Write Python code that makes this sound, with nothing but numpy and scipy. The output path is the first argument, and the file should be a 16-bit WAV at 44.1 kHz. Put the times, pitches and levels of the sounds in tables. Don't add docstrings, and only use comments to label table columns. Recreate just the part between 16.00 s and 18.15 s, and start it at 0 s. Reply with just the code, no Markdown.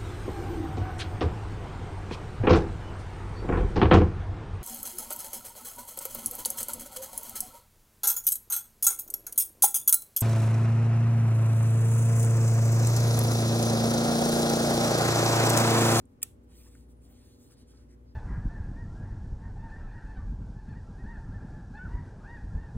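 import sys
import numpy as np
from scipy import signal
from scipy.fft import rfft, irfft
from scipy.io import wavfile
from scipy.ndimage import map_coordinates

SR = 44100
rng = np.random.default_rng(int(sys.argv[2]) if len(sys.argv) > 2 else 0)


def dump(signal):
    limited = np.clip(np.atleast_2d(signal).T, -1, 1)
    pcm = np.round(limited * 32767).astype(np.int16)
    wavfile.write(sys.argv[1], SR, pcm)


N = 94815

# start_s, length_s, level_db
RIM_SCRAPES = [(0.2185, 0.005, -45), (0.2275, 0.0038, -31.5)]
# start_s, level_db
LID_SNAPS = [(.22988, -2.5), (.23029, -8.5), (.23068, -7), (0.2315, -12), (0.2338, -20), (0.2337, -11)]
# frequency_hz, gain_db
SCRAPE_EQ = [(300, -19), (1500, -16.5), (2400, -1.5), (3600, -4.5), (4400, -10), (6500, -5.5), (8000, 2.5),
             (10000, 2), (12000, 7), (13600, -5), (16000, -13.5)]
SNAP_EQ = [(200, -37.5), (900, -29.5), (2000, -18), (3000, -14.5), (4500, -13.5), (6200, 0.5), (8000, 1),
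           (10000, 1.5), (12000, 5.5), (13400, 2), (15000, 4), (16500, -6)]
# pitch_hz, level_db, t60_s
CLACK_MODES = [(1122, -29.5, 0.062), (1320, -33, 0.069), (1830, -32, 0.055), (2400, -35.5, 0.024),
               (2665, -32.5, 0.025), (3460, -27.5, 0.025), (5020, -33, 0.018), (6380, -37, 0.018),
               (7900, -31.5, 0.03), (8800, -35.5, 0.021), (9130, -32.5, 0.018), (9770, -31, .024),
               (9940, -39.5, .02), (11950, -38.5, .012), (14700, -37, 0.017)]
RING_MODES = [(2632, -71, 0.23), (3520, -63.5, 0.22), (3470, -67, .32), (4384, -72, .24), (4460, -68.5, .3),
              (5125, -73, .3), (7595, -67, .25), (8263, -68, .4), (10485, -57, 0.39), (11681, -64.5, .3)]
# middle_s, length_s, level_db, body_offset_db, sheen_offset_db
FINGER_STROKES = [(0.0, 0.043, -77, -26, -7), (0.117, 0.05, -85, -12, -2), (0.442, 0.017, -80, -8, 0),
                  (0.538, 0.067, -69.5, -1, -8), (0.592, 0.069, -64, -7.5, -2.5),
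                  (0.662, 0.043, -62, -6, -11), (0.747, 0.13, -67.5, -5.5, -7.5),
                  (0.91, 0.031, -72, -35, -4), (1.05, 0.045, -70, -9, -5), (1.113, 0.031, -78.5, -9, 13),
                  (1.198, 0.19, -71, -1.5, -9), (1.3, 0.12, -69.5, -19, -8), (1.445, 0.084, -66, -14.5, -5),
                  (1.524, 0.033, -63.5, -8, -9), (1.603, 0.046, -67, -5, -19),
                  (1.702, 0.041, -66.5, -8, -17), (1.782, 0.1, -75.5, -0.5, -30),
                  (1.921, 0.04, -74, -9, -21)]
# frequency_hz, gain_db
BODY_EQ = [(300, -17), (800, -1.5), (2200, 1), (3500, -1.5), (5500, -11)]
HISS_EQ = [(1500, -25.5), (3500, -5), (4700, -2.5), (6500, -2), (8000, -2), (10000, 0), (11600, -9),
           (13000, -9), (16000, -19.5)]
SHEEN_EQ = [(9000, -23), (12500, 0.5), (14200, -1), (15600, -4.5), (16200, -24.5)]
# middle_s, length_s, level_db, pitch_hz, width_hz
RIM_SQUEAKS = [(.11, .06, -87, 11500, 620.3), (0.607, 0.044, -64.5, 11300, 454),
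               (0.612, 0.03, -68.5, 2370, 400), (0.965, 0.22, -81.5, 9600, 303),
               (0.952, 0.13, -90, 11800, 408), (1.098, 0.063, -71.5, 690, 200),
               (1.273, 0.22, -74, 4200, 1180), (1.574, 0.12, -73, 4340, 1190), (1.78, 0.1, -76, 1400, 700),
               (1.772, 0.11, -74.5, 5000, 1400), (1.918, 0.05, -76, 1870, 600),
               (1.919, 0.044, -74.5, 5300, 1400), (2.097, 0.044, -75, 4870, 911)]
# start_s, level_db, pitch_hz
METAL_TICKS = [(0.054, -42, 8600), (0.7506, -35.5, 1690), (0.751, -39, 8600), (1.735, -45, 1300),
               (1.7733, -42.5, 4430), (1.9086, -51, 8900)]
# frequency_hz, phase_rad
RIGHT_LAG = [(0, 0), (1500, .6), (3500, 1.9), (4500, 2.45), (5450, 3.14), (8700, 6.1), (11800, 9.42),
             (15000, 12.3), (22050, 19)]
# frequency_hz, gain_db
TAIL_EQ = [(500, -21.5), (1100, -24.5), (2000, -25), (3400, -20), (4500, -29.5), (8000, -17),
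           (10000, -20.5), (15500, -25)]
# frequency_hz, t60_s
TAIL_DECAY = [(500, 0.3), (3000, 0.3), (9000, 0.34), (15000, 0.3)]
# pitch_hz, level_db
HUM_TONES = [(74.5, -67), (96, -66), (119.5, -69.5), (144.5, -73), (182, -76), (242.2, -66), (267, -72.5),
             (281, -73), (363, -76.5), (402, -80.5), (484.5, -75.5), (587, -84), (823, -89)]
# frequency_hz, density_db_per_hz
AIR_MID_SPECTRUM = [(15, -108), (28, -87), (50, -96), (80, -82.5), (160, -89.5), (260, -86), (400, -92.5),
                    (700, -107), (1200, -112), (2200, -119), (4000, -126), (10000, -127), (15500, -132)]
AIR_SIDE_SPECTRUM = [(20, -112), (45, -95.5), (65, -87), (160, -98), (450, -95), (900, -104), (2000, -117),
                     (4000, -124), (10000, -128), (15500, -134)]

SNAP_S = LID_SNAPS[0][0]


def lid(rattle_db=-8.5, rattle_t60_s=0.024, muffle_s=.115):
    snaps, scrapes = np.zeros(N), np.zeros(N)
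    for start_s, db in LID_SNAPS:
        add(snaps, start_s, amp([db]))
    for start_s, length_s, db in RIM_SCRAPES:
        progress = np.arange(0, 2 * length_s, 1 / SR) / length_s
        add(scrapes, start_s, amp(db) * rng.standard_normal(len(progress)) * np.exp(-progress ** 2))
    force = equalise(snaps, SNAP_EQ) + equalise(scrapes, SCRAPE_EQ)
    rattle = signal.fftconvolve(force, puff(rattle_t60_s))[:N]
    crack = force + amp(rattle_db) * rattle
    t = np.arange(SR // 2) / SR
    resonance = signal.fftconvolve(force, ringing(CLACK_MODES, t))[:N]
    muffle = np.exp(-(t / muffle_s) ** 4)
    add(resonance, SNAP_S, ringing(RING_MODES, t) * muffle)
    return crack, resonance


def ringing(modes, t):
    return sum(amp(db) * np.cos(2 * np.pi * hz * t) * decay(t, t60) for hz, db, t60 in modes)


def fingers():
    middle_s, length_s, db, body_db, sheen_db = np.transpose(FINGER_STROKES)[:, :, None]
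    power = swell(middle_s, length_s)
    rub = np.zeros(N)
    for eq, offset_db in [(BODY_EQ, body_db), (HISS_EQ, 0), (SHEEN_EQ, sheen_db)]:
        envelope = np.sqrt((power * amp(db + offset_db) ** 2).sum(0))
        rub += friction(eq) * envelope
    return moving_contact(rub)


def friction(eq, slips_per_s=3500, spread_db=3, slip_share=0.51):
    sizes = amp(spread_db * np.minimum(rng.exponential(1, N), 5))
    slips = sizes * rng.choice([-1, 1], N) * (rng.random(N) < slips_per_s / SR)
    texture = np.sqrt(slip_share) * unit(slips) + np.sqrt(1 - slip_share) * rng.standard_normal(N)
    return unit(equalise(texture, eq))


def moving_contact(rub, depth_db=3, patch_hz=350.5, patch_s=.035):
    hz, t, spectrum = signal.stft(rub, SR, nperseg=512)
    position = np.meshgrid(hz / patch_hz, t / patch_s, indexing="ij")
    patches = map_coordinates(rng.standard_normal((256, 256)), position, order=3, mode="wrap")
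    return signal.istft(spectrum * amp(depth_db * patches), SR, nperseg=512)[1][:N]


def squeaks():
    hz, out = np.fft.rfftfreq(N, 1 / SR), np.zeros(N)
    for middle_s, length_s, db, pitch_hz, width_hz in RIM_SQUEAKS:
        detuning = (hz - pitch_hz) / width_hz * 1.3
        band = irfft(rfft(rng.standard_normal(N)) / (1 + detuning ** 2), N)
        out += amp(db) * unit(band) * np.sqrt(swell(middle_s, length_s))
    return out


def ticks(t60_s=.02, step_octaves=0.27):
    out = np.zeros(N)
    for start_s, db, hz in METAL_TICKS:
        bell_eq = [(hz * 2 ** (k * step_octaves), -3 * k * k) for k in np.arange(-3, 4)]
        tick = equalise(puff(t60_s), bell_eq)
        add(out, start_s, amp(db) * tick / np.linalg.norm(tick))
    return out


def microphones(close, left_db=-2.5, right_db=-2):
    lag = np.interp(np.fft.rfftfreq(2 * N, 1 / SR), *np.transpose(RIGHT_LAG))
    delayed = irfft(rfft(close, 2 * N) * np.exp(-1j * lag))[:N]
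    return np.array([amp(left_db) * close, amp(right_db) * delayed])


def room(send, gate_s=.135):
    hz, t, spectrum = signal.stft(rng.standard_normal((2, SR // 2)), SR, nperseg=256)
    fade = decay(t, curve(TAIL_DECAY, hz)[:, None]) * np.exp(-(t / gate_s) ** 4)
    band_energy = (fade ** 2).mean(1, keepdims=True) * SR / 2
    fade *= amp(curve(TAIL_EQ, hz))[:, None] / np.sqrt(band_energy)
    tail = signal.istft(spectrum * fade, SR, nperseg=256)[1]
    return signal.fftconvolve(send[None], tail, axes=1)[:, :N]


def machine_hum(drone_hz=59.66, drone_db=-59, beat_hz=.8, beat_depth=0.81, trough_s=1.43, waver=0.43):
    t = np.arange(N) / SR
    beat = abs(1 - beat_depth * np.exp(2j * np.pi * beat_hz * (t - trough_s)))
    out = amp(drone_db) * beat * np.cos(2 * np.pi * (drone_hz * t + rng.random()))
    for hz, db in HUM_TONES:
        drift_hz = rng.uniform(-5, 4.974, size=8)
        drift = sum(np.exp(2j * np.pi * (rate * t + rng.random())) for rate in drift_hz) / np.sqrt(8)
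        tone = np.exp(2j * np.pi * (hz * t + rng.random()))
        out += amp(db) * ((1 + waver * drift) * tone).real
    return np.sqrt(2) * out


def air():
    mid, side = noise(AIR_MID_SPECTRUM), noise(AIR_SIDE_SPECTRUM)
    return np.array([mid + side, mid - side])


def noise(density):
    gain = amp(curve(density, np.fft.rfftfreq(N, 1 / SR)))
    return irfft(rfft(rng.standard_normal(N)) * gain, N) * np.sqrt(SR / 2)


def puff(t60_s):
    t = np.arange(SR // 10) / SR
    burst = rng.standard_normal(len(t)) * decay(t, t60_s)
    return burst / np.linalg.norm(burst)


def swell(middle_s, length_s, squareness=2.8):
    return .5 ** (abs(2 * (np.arange(N) / SR - middle_s) / length_s) ** squareness)


def decay(t, t60_s):
    return np.exp(-np.log(1000) * t / t60_s)


def equalise(sound, eq, size=4096):
    log_gain = np.log(amp(curve(eq, abs(np.fft.fftfreq(size, 1 / SR)))))
    taps = np.fft.ifft(np.exp(np.conj(signal.hilbert(log_gain)))).real
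    return signal.fftconvolve(sound, taps[:size // 2])[:len(sound)]


def curve(points, hz):
    point_hz, value = np.transpose(points)
    return np.interp(np.log(hz + 1), np.log(point_hz + 1), value)


def amp(db):
    return 10 ** (np.asarray(db) / 20)


def unit(sound):
    return sound / np.sqrt(np.mean(sound ** 2) + 1e-20)


def add(mix, start_s, sound):
    part = mix[max(round(start_s * SR), 0):][:len(sound)]
    part += sound[:len(part)]


def scene(resonance_send_db=-9, handling_send_db=-2.5):
    crack, resonance = lid()
    handling = fingers() + squeaks() + ticks()
    send = amp(resonance_send_db) * resonance + amp(handling_send_db) * handling
    add(send, SNAP_S, np.ones(1))
    hum_pan = amp([[.4], [-.4]])
    return microphones(crack + resonance + handling) + room(send) + air() + machine_hum() * hum_pan


def record(dry, cutoff_hz=16050):
    lowpass = signal.firwin(255, cutoff_hz, window=("kaiser", 8), fs=SR)
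    return signal.oaconvolve(dry, lowpass[None], "same")


dry = scene()
out = record(dry)
dump(out)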